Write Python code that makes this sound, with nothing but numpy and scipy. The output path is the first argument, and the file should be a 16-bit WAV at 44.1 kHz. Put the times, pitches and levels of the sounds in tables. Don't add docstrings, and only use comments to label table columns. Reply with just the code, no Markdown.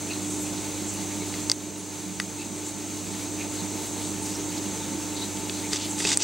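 import sys
import numpy as np
from scipy import signal
from scipy.fft import rfft, irfft
from scipy.io import wavfile
from scipy.ndimage import uniform_filter1d, minimum_filter1d

SR = 44100
rng = np.random.default_rng(int(sys.argv[2]) if len(sys.argv) > 2 else 0)


def output_pcm(signal):
    pcm = np.clip(np.atleast_2d(signal).T, -1, 1) * 32767
    wavfile.write(sys.argv[1], SR, np.round(pcm).astype(np.int16))


N = 274743
T = np.arange(N) / SR
MAINS_HZ = 50


def undb(db):
    return 10 ** (np.asarray(db) / 20)


def unit(x):
    return x / np.sqrt(np.mean(x ** 2))


def pan(db):
    return undb(np.array([[db], [-db]]) / 2)


def spread(mid, side, side_db):
    return mid + undb(side_db) * side * np.array([[1], [-1]])


def noise():
    return rng.standard_normal(N)


def wander(per_s):
    hold = int(SR / per_s)
    steps = np.repeat(rng.standard_normal(N // hold + 2), hold)
    return unit(uniform_filter1d(uniform_filter1d(steps, hold), hold)[:N])


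def grains(per_s, scatter_db):
    sizes = undb(scatter_db * np.minimum(rng.exponential(size=N), 4))
    return unit((rng.random(N) < per_s / SR) * np.sign(noise()) * sizes)


def response(points, size):
    hz, db = np.transpose(points)
    pitches = np.maximum(np.fft.rfftfreq(size, 1 / SR), 1)
    return undb(np.interp(np.log(pitches), np.log(hz), db))


def colour(x, points):
    size = x.shape[-1]
    return unit(irfft(rfft(x) * response(points, size), size))


def resonate(x, hz, width_hz):
    b, a = signal.iirpeak(min(hz, .45 * SR), hz / width_hz, fs=SR)
    return unit(signal.lfilter(b, a, signal.lfilter(b, a, x)))


# mains_multiple, level_db, left_minus_right_db, waver_db
HUM_TONES = [(1, -60, -6, 1), (2, -46, -10.5, 0.7), (4, -54, -10, 3), (6, -37, -3, 1)]

def pump(drone_hz=885, growth_db_per_s=0.92):
    hum = 0
    for multiple, db, pan_db, waver_db in HUM_TONES:
        phase = 2 * np.pi * (round(multiple) * MAINS_HZ * T + rng.random())
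        phase += 0.079 * waver_db * wander(4.6)
        hum = hum + np.sqrt(2) * np.sin(phase) * undb(db + waver_db * wander(7.4)) * pan(pan_db)
    mid, side = (resonate(noise(), drone_hz, width_hz=67) for _ in range(2))
    return hum + undb(-52 + growth_db_per_s * T) * spread(mid, side, side_db=-17) * pan(-2.4)


# pitch_hz, side_minus_mid_db
WATER_WIDTH = [(25, 1), (60, 7), (130, -14), (300, -19.5), (700, -12), (1300, -20), (2200, -58),
               (16000, -36)]

def widen(x):
    side = irfft(rfft(noise()) * response(WATER_WIDTH, N), N)
    return spread(x, side, side_db=0)


# pitch_hz, relative_level_db
CHURN_TONE = [(20, -31), (45, -19), (110, -13.5), (150, -6), (192, -1), (215, -5.5), (280, -1.5), (325, 0),
              (420, -3), (480, -10), (780, -12), (1000, -16), (1700, -26.5), (4000, -79)]

def churn():
    return colour(widen(noise()), CHURN_TONE) * undb(-37.5 + .5 * wander(4.94)) * pan(-2)


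def gurgle():
    return resonate(noise(), hz=192, width_hz=34) * undb(-45.5 + 3 * wander(18)) * pan(-7.5)


def glass_echoes(x, echo_db=-12, longest_s=.03, count=40):
    delays = rng.integers(80, int(longest_s * SR), count)
    echoes = sum(rng.choice([-1, 1]) * np.roll(x, delay, axis=-1) for delay in delays)
    return unit(x + undb(echo_db) * echoes / np.sqrt(count))


# pitch_hz, relative_level_db
HISS_TONE = [(500, -15.5), (1200, -0.5), (1750, -2), (2100, 1.6), (3200, -0.1), (4000, 3), (5200, -1),
             (8000, -1.5), (10500, -4), (12500, -10.5), (15500, -12.5)]

def hiss():
    fizzy = noise() + 0.37 * grains(per_s=700, scatter_db=1.5)
    return glass_echoes(colour(widen(fizzy), HISS_TONE)) * undb(-40 + 0.9 * wander(24))


def bubbles(per_s=190, low_hz=2100, high_hz=5500, ring_cycles=130, rise=.04, size=4096):
    out = np.zeros(N + size)
    t = T[:size]
    for when, pitch, bulk in rng.random((int(per_s * N / SR), 3)):
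        hz = low_hz * (high_hz / low_hz) ** pitch
        age = t * hz / ring_cycles
        fade = np.exp(-np.log(1000) * age) * np.minimum(20 * age, 1)
        ping = np.sin(2 * np.pi * hz * t * (1 + rise * age / 2)) * fade
        level_db = -47.5 + 1.8 * min(-np.log(1 - bulk), 2)
        start = int(when * N)
        out[start:start + size] += undb(level_db) * ping
    return out[:N]


# pitch_hz, relative_level_db
WHIRR_TONE = [(4000, -77), (5500, -8), (6200, 6.5), (6900, 6), (7600, 8), (8450, 2), (8700, -1.5),
              (12000, -44.5)]
# pitch_hz, base_width_hz, level_db
MOTOR_RINGS = [(2514, 8.8, -69.5), (5600, 21, -58), (5880, 54, -76), (5990, 19, -53.5), (6410, 116, -46.5),
               (6600, 39, -54), (8240, 40, -53), (8420, 23, -53.5), (10800, 60, -65)]

def camera_motor():
    band = spread(colour(noise(), WHIRR_TONE), colour(noise(), WHIRR_TONE), side_db=-6)
    whirr = glass_echoes(band) * undb(-39 + 0.49 * wander(27))
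    for hz, base_width_hz, db in MOTOR_RINGS:
        mid, side = (resonate(noise(), hz, 1.3 * base_width_hz) for _ in range(2))
        whirr += undb(db + 1.2 * wander(7)) * spread(mid, side, side_db=-7)
    return whirr


def screen_whistle(line_hz=15625):
    fade = np.exp(-(T * MAINS_HZ % 1) / .2)
    return undb(-59.5) * resonate(fade * np.sin(2 * np.pi * line_hz * T), line_hz, width_hz=700)


# middle_s, length_s, pitch_hz, width_share_of_pitch, level_db
FINGER_BRUSHES = [(0.113, 0.048, 2610, 0.11, -39.5), (.135, 0.057, 4170, .13, -40),
                  (.36, 0.28, 7700, 0.32, -38.5), (.425, .04, 10500, .4, -43),
                  (0.463, 0.046, 2590, .09, -46), (.58, .04, 4100, 0.23, -45),
                  (0.894, 0.05, 7500, 0.2, -34.5), (0.938, 0.037, 9000, 0.64, -42),
                  (1.116, 0.036, 2200, 0.65, -43.5), (1.223, 0.03, 4040, 0.13, -42),
                  (1.228, 0.022, 2300, 0.1, -44), (1.34, 0.027, 4400, .2, -44), (1.79, .04, 9500, .15, -41),
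                  (2.416, .059, 2610, 0.16, -41.5), (2.41, .04, 4400, .2, -45),
                  (2.676, .06, 7460, 0.2, -35), (3.417, 0.067, 2460, 0.26, -39.5),
                  (3.595, 0.076, 4100, 0.27, -43), (3.86, 0.091, 6340, 1.1, -41),
                  (4.045, 0.14, 3900, 0.44, -44), (4.064, 0.14, 7900, 0.24, -40),
                  (4.233, 0.028, 8600, 0.13, -41), (4.28, 0.12, 6000, 1.2, -38),
                  (4.353, 0.038, 5700, 0.17, -40), (4.581, 0.033, 4300, .4, -40),
                  (4.833, 0.076, 3700, 0.23, -45.5), (5.175, 0.028, 4200, 0.21, -38),
                  (5.223, 0.07, 3940, 0.16, -37.5), (5.566, 0.098, 4300, 0.29, -43),
                  (5.653, 0.054, 2300, 0.22, -44), (5.83, 0.12, 3700, 0.93, -35),
                  (5.857, .04, 9700, .2, -42), (5.912, 0.065, 7300, 0.32, -35.5), (6, 0.062, 8450, .3, -35)]

def finger_brushes():
    out = np.zeros(N)
    slips = grains(per_s=2000, scatter_db=2)
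    for middle_s, length_s, hz, width_share, db in FINGER_BRUSHES:
        swell = np.exp(-(2 * (T - middle_s) / length_s) ** 2)
        out += undb(db) * swell * resonate(slips, hz, width_share * hz)
    return out


def bell(distance, width):
    return np.exp(-.5 * (distance / width) ** 2)


def impulse(points, size):
    cepstrum = irfft(np.log(response(points, size)))
    cepstrum[1:size // 2] *= 2
    cepstrum[size // 2 + 1:] = 0
    return irfft(np.exp(rfft(cepstrum)))


def chatter(x, longest_s, count=48):
    size = len(x)
    delays_s = longest_s * rng.random(count) ** 2
    smooth_s = np.interp(np.linspace(0, 1, size // 2 + 1), np.linspace(0, 1, count), delays_s)
    return irfft(rfft(x) * np.exp(-2j * np.pi * np.cumsum(smooth_s) * SR / size), size)


# pitch_hz, relative_level_db, ring_s (time to fade by 60 dB)
CASING_NOTES = [(860, -4, .045), (1236, -3, .036), (1620, -11, .026), (1960, -3, .032), (2110, -9, .032),
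                (2630, -13, .038), (3620, -9, .021), (4680, -4, .018), (5020, -4, .018), (5770, -7, .02),
                (6400, -11, .016), (7200, -8, .02), (8200, -8, .016), (10000, -16, .012)]

def casing_humps(points, depth_db):
    pitches = np.geomspace(60, 16000, 500)
    hz, db = np.transpose(points)
    humps = sum(undb(note_db / 2) * bell(np.log(pitches / note_hz), .045)
                for note_hz, note_db, _ in CASING_NOTES)
    return np.c_[pitches, np.interp(np.log(pitches), np.log(hz), db) + depth_db * humps]


# pitch_hz, relative_level_db
CASING_TONE = [(300, -7), (850, -5.5), (1500, 1), (2000, -2), (2700, 2.5), (3700, 1), (4700, 4.5),
               (6400, -3), (8300, 2), (10500, 9.5), (11900, 0), (12800, -18), (16000, -27)]
# start_s, level_db, brightest_hz, width_octaves, top_hz,
# favoured_hz, favoured_boost_db, relative_thud_db
CASING_CLICKS = [(1.34, -35.5, 2270, 0.45, 7000, 2110, 9, -20),
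                 (1.498, -19.5, 5340, 0.59, 8700, 2110, 15, -30),
                 (1.516, -12.5, 4970, 0.53, 13000, 2140, 12, -30),
                 (2.1992, -20, 1570, 0.76, 10300, 1960, 2, -14),
                 (5.372, -39.5, 3000, 0.43, 8000, 2630, 9, -23),
                 (5.4964, -30.5, 3080, 0.29, 8000, 2630, 17, -10),
                 (5.732, -25, 3070, 1.6, 8440, 3620, 2, -2), (5.766, -40, 5000, 0.8, 8000, 4650, 2, -20),
                 (6.003, -31.5, 2050, 0.42, 7000, 2630, 2, -19),
                 (6.0506, -25.5, 2700, 0.64, 8000, 2630, 21, 2.5),
                 (6.084, -35, 4100, .35, 8000, 3620, 6, -20),
                 (6.115, -29.5, 1790, 0.36, 7000, 1620, 14, -20),
                 (6.128, -42, 5500, .5, 8500, 5770, 6, -22), (6.173, -17, 7750, 0.28, 10000, 8200, 16, -30),
                 (6.2232, -25, 5950, 0.13, 8000, 5770, 14, -20)]

def casing_clicks(thud_hz=404, chatter_cycles=4.3, size=4096):
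    out = np.zeros((2, N + size))
    t = T[:size]
    pitches, casing_db = casing_humps(CASING_TONE, depth_db=9).T

    def decay(ring_s):
        return np.exp(-np.log(1000) * t / ring_s)

    for start_s, db, bright_hz, octaves, top_hz, favoured_hz, boost_db, thud_db in CASING_CLICKS:
        def contact(hz):
            return (bell(np.log2(hz / bright_hz), octaves) + undb(-17)) / np.hypot(1, (hz / top_hz) ** 5)

        tone = np.c_[pitches, casing_db + 20 * np.log10(contact(pitches))]
        snap = unit(impulse(tone, size)) * np.sqrt(.006 * SR / size)
        ring = 0
        for hz, note_db, ring_s in CASING_NOTES:
            favour_db = boost_db * bell(np.log(hz / favoured_hz), .03)
            strength = undb(note_db - 2 + favour_db) * contact(hz)
            ring = ring + strength * decay(ring_s) * np.sin(2 * np.pi * hz * t)
        chatter_s = chatter_cycles / bright_hz
        struck = chatter(snap + ring, chatter_s) * (t < t[-1] / 2)
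        mid, side = colour(rng.standard_normal((2, size)), tone)
        rattle_s = 0.03 * (2000 / bright_hz) ** 0.24
        fade = decay(rattle_s) * np.minimum(t / chatter_s, 1)
        rattle = undb(-7) * fade * spread(mid, side, side_db=-3)
        thud = undb(thud_db) * decay(.045) * np.sin(2 * np.pi * thud_hz * t)
        start = int(start_s * SR)
        out[:, start:start + size] += undb(db) * (struck + thud + rattle)
    return out[:, :N]


# pitch_hz, relative_level_db
GRIP_TONE = [(60, -9), (300, -15), (800, -7.5), (1900, -7), (2500, 0.5), (4000, 3), (4900, -2), (5700, 2),
             (6800, 1.5), (8000, 2.5), (9500, -9), (15000, -36)]
# start_s, length_s, starting_level_db, growth_db_per_s
GRIP_SLIDES = [(5.708, 0.064, -32.5, 10), (5.975, 0.079, -31.5, 24), (6.054, 0.085, -28.5, 70),
               (6.191, 0.04, -27.5, 93)]

def sliding_grip(attack_s=0.012, let_go_db_per_s=1000):
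    judder = undb(2 * np.minimum(wander(330), 1.5))
    pressure = np.zeros(N)
    for start_s, length_s, db, growth_db_per_s in GRIP_SLIDES:
        age_s = T - start_s
        press_db = growth_db_per_s * np.clip(age_s, 0, length_s)
        let_go_db = let_go_db_per_s * np.maximum(age_s - length_s, 0)
        pressure += np.clip(age_s / attack_s, 0, 1) * undb(db + press_db - let_go_db)
    tone = casing_humps(GRIP_TONE, depth_db=7)
    mid, side = (colour(grains(per_s=3400, scatter_db=-0.5), tone) for _ in range(2))
    return pressure * judder * spread(mid, side, side_db=-18.5)


def scene():
    tank = pump() + churn() + gurgle() + hiss() + bubbles()
    camera = camera_motor() + screen_whistle()
    hand = casing_clicks() + finger_brushes() + sliding_grip()
    return tank + camera + hand


def lag(x, time_s):
    keep = np.exp(-1 / (time_s * SR))
    return signal.lfilter([1 - keep], [1, -keep], x)


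def gain_control(x, threshold_db=-20, cut_share=.64, recovery_db_per_s=2.1):
    level_db = 10 * np.log10(lag(np.mean(x ** 2, axis=0), time_s=0.0082) + 1e-12)
    cut_db = cut_share * np.maximum(level_db - threshold_db, 0)
    held_db = np.maximum.accumulate(cut_db + recovery_db_per_s * T) - recovery_db_per_s * T
    return x * undb(-lag(held_db, time_s=0.0017))


def limiter(x, ceiling=0.89, size=64):
    gain = np.minimum(1, ceiling / (np.abs(x).max(axis=0) + 1e-9))
    return x * uniform_filter1d(minimum_filter1d(gain, size), size)


def record(dry):
    top_hz = 15780
    treble_cut = signal.ellip(10, .2, 70, top_hz, fs=SR, output="sos")
    return signal.sosfilt(treble_cut, limiter(gain_control(dry)))


dry = scene()
out = record(dry)
output_pcm(out)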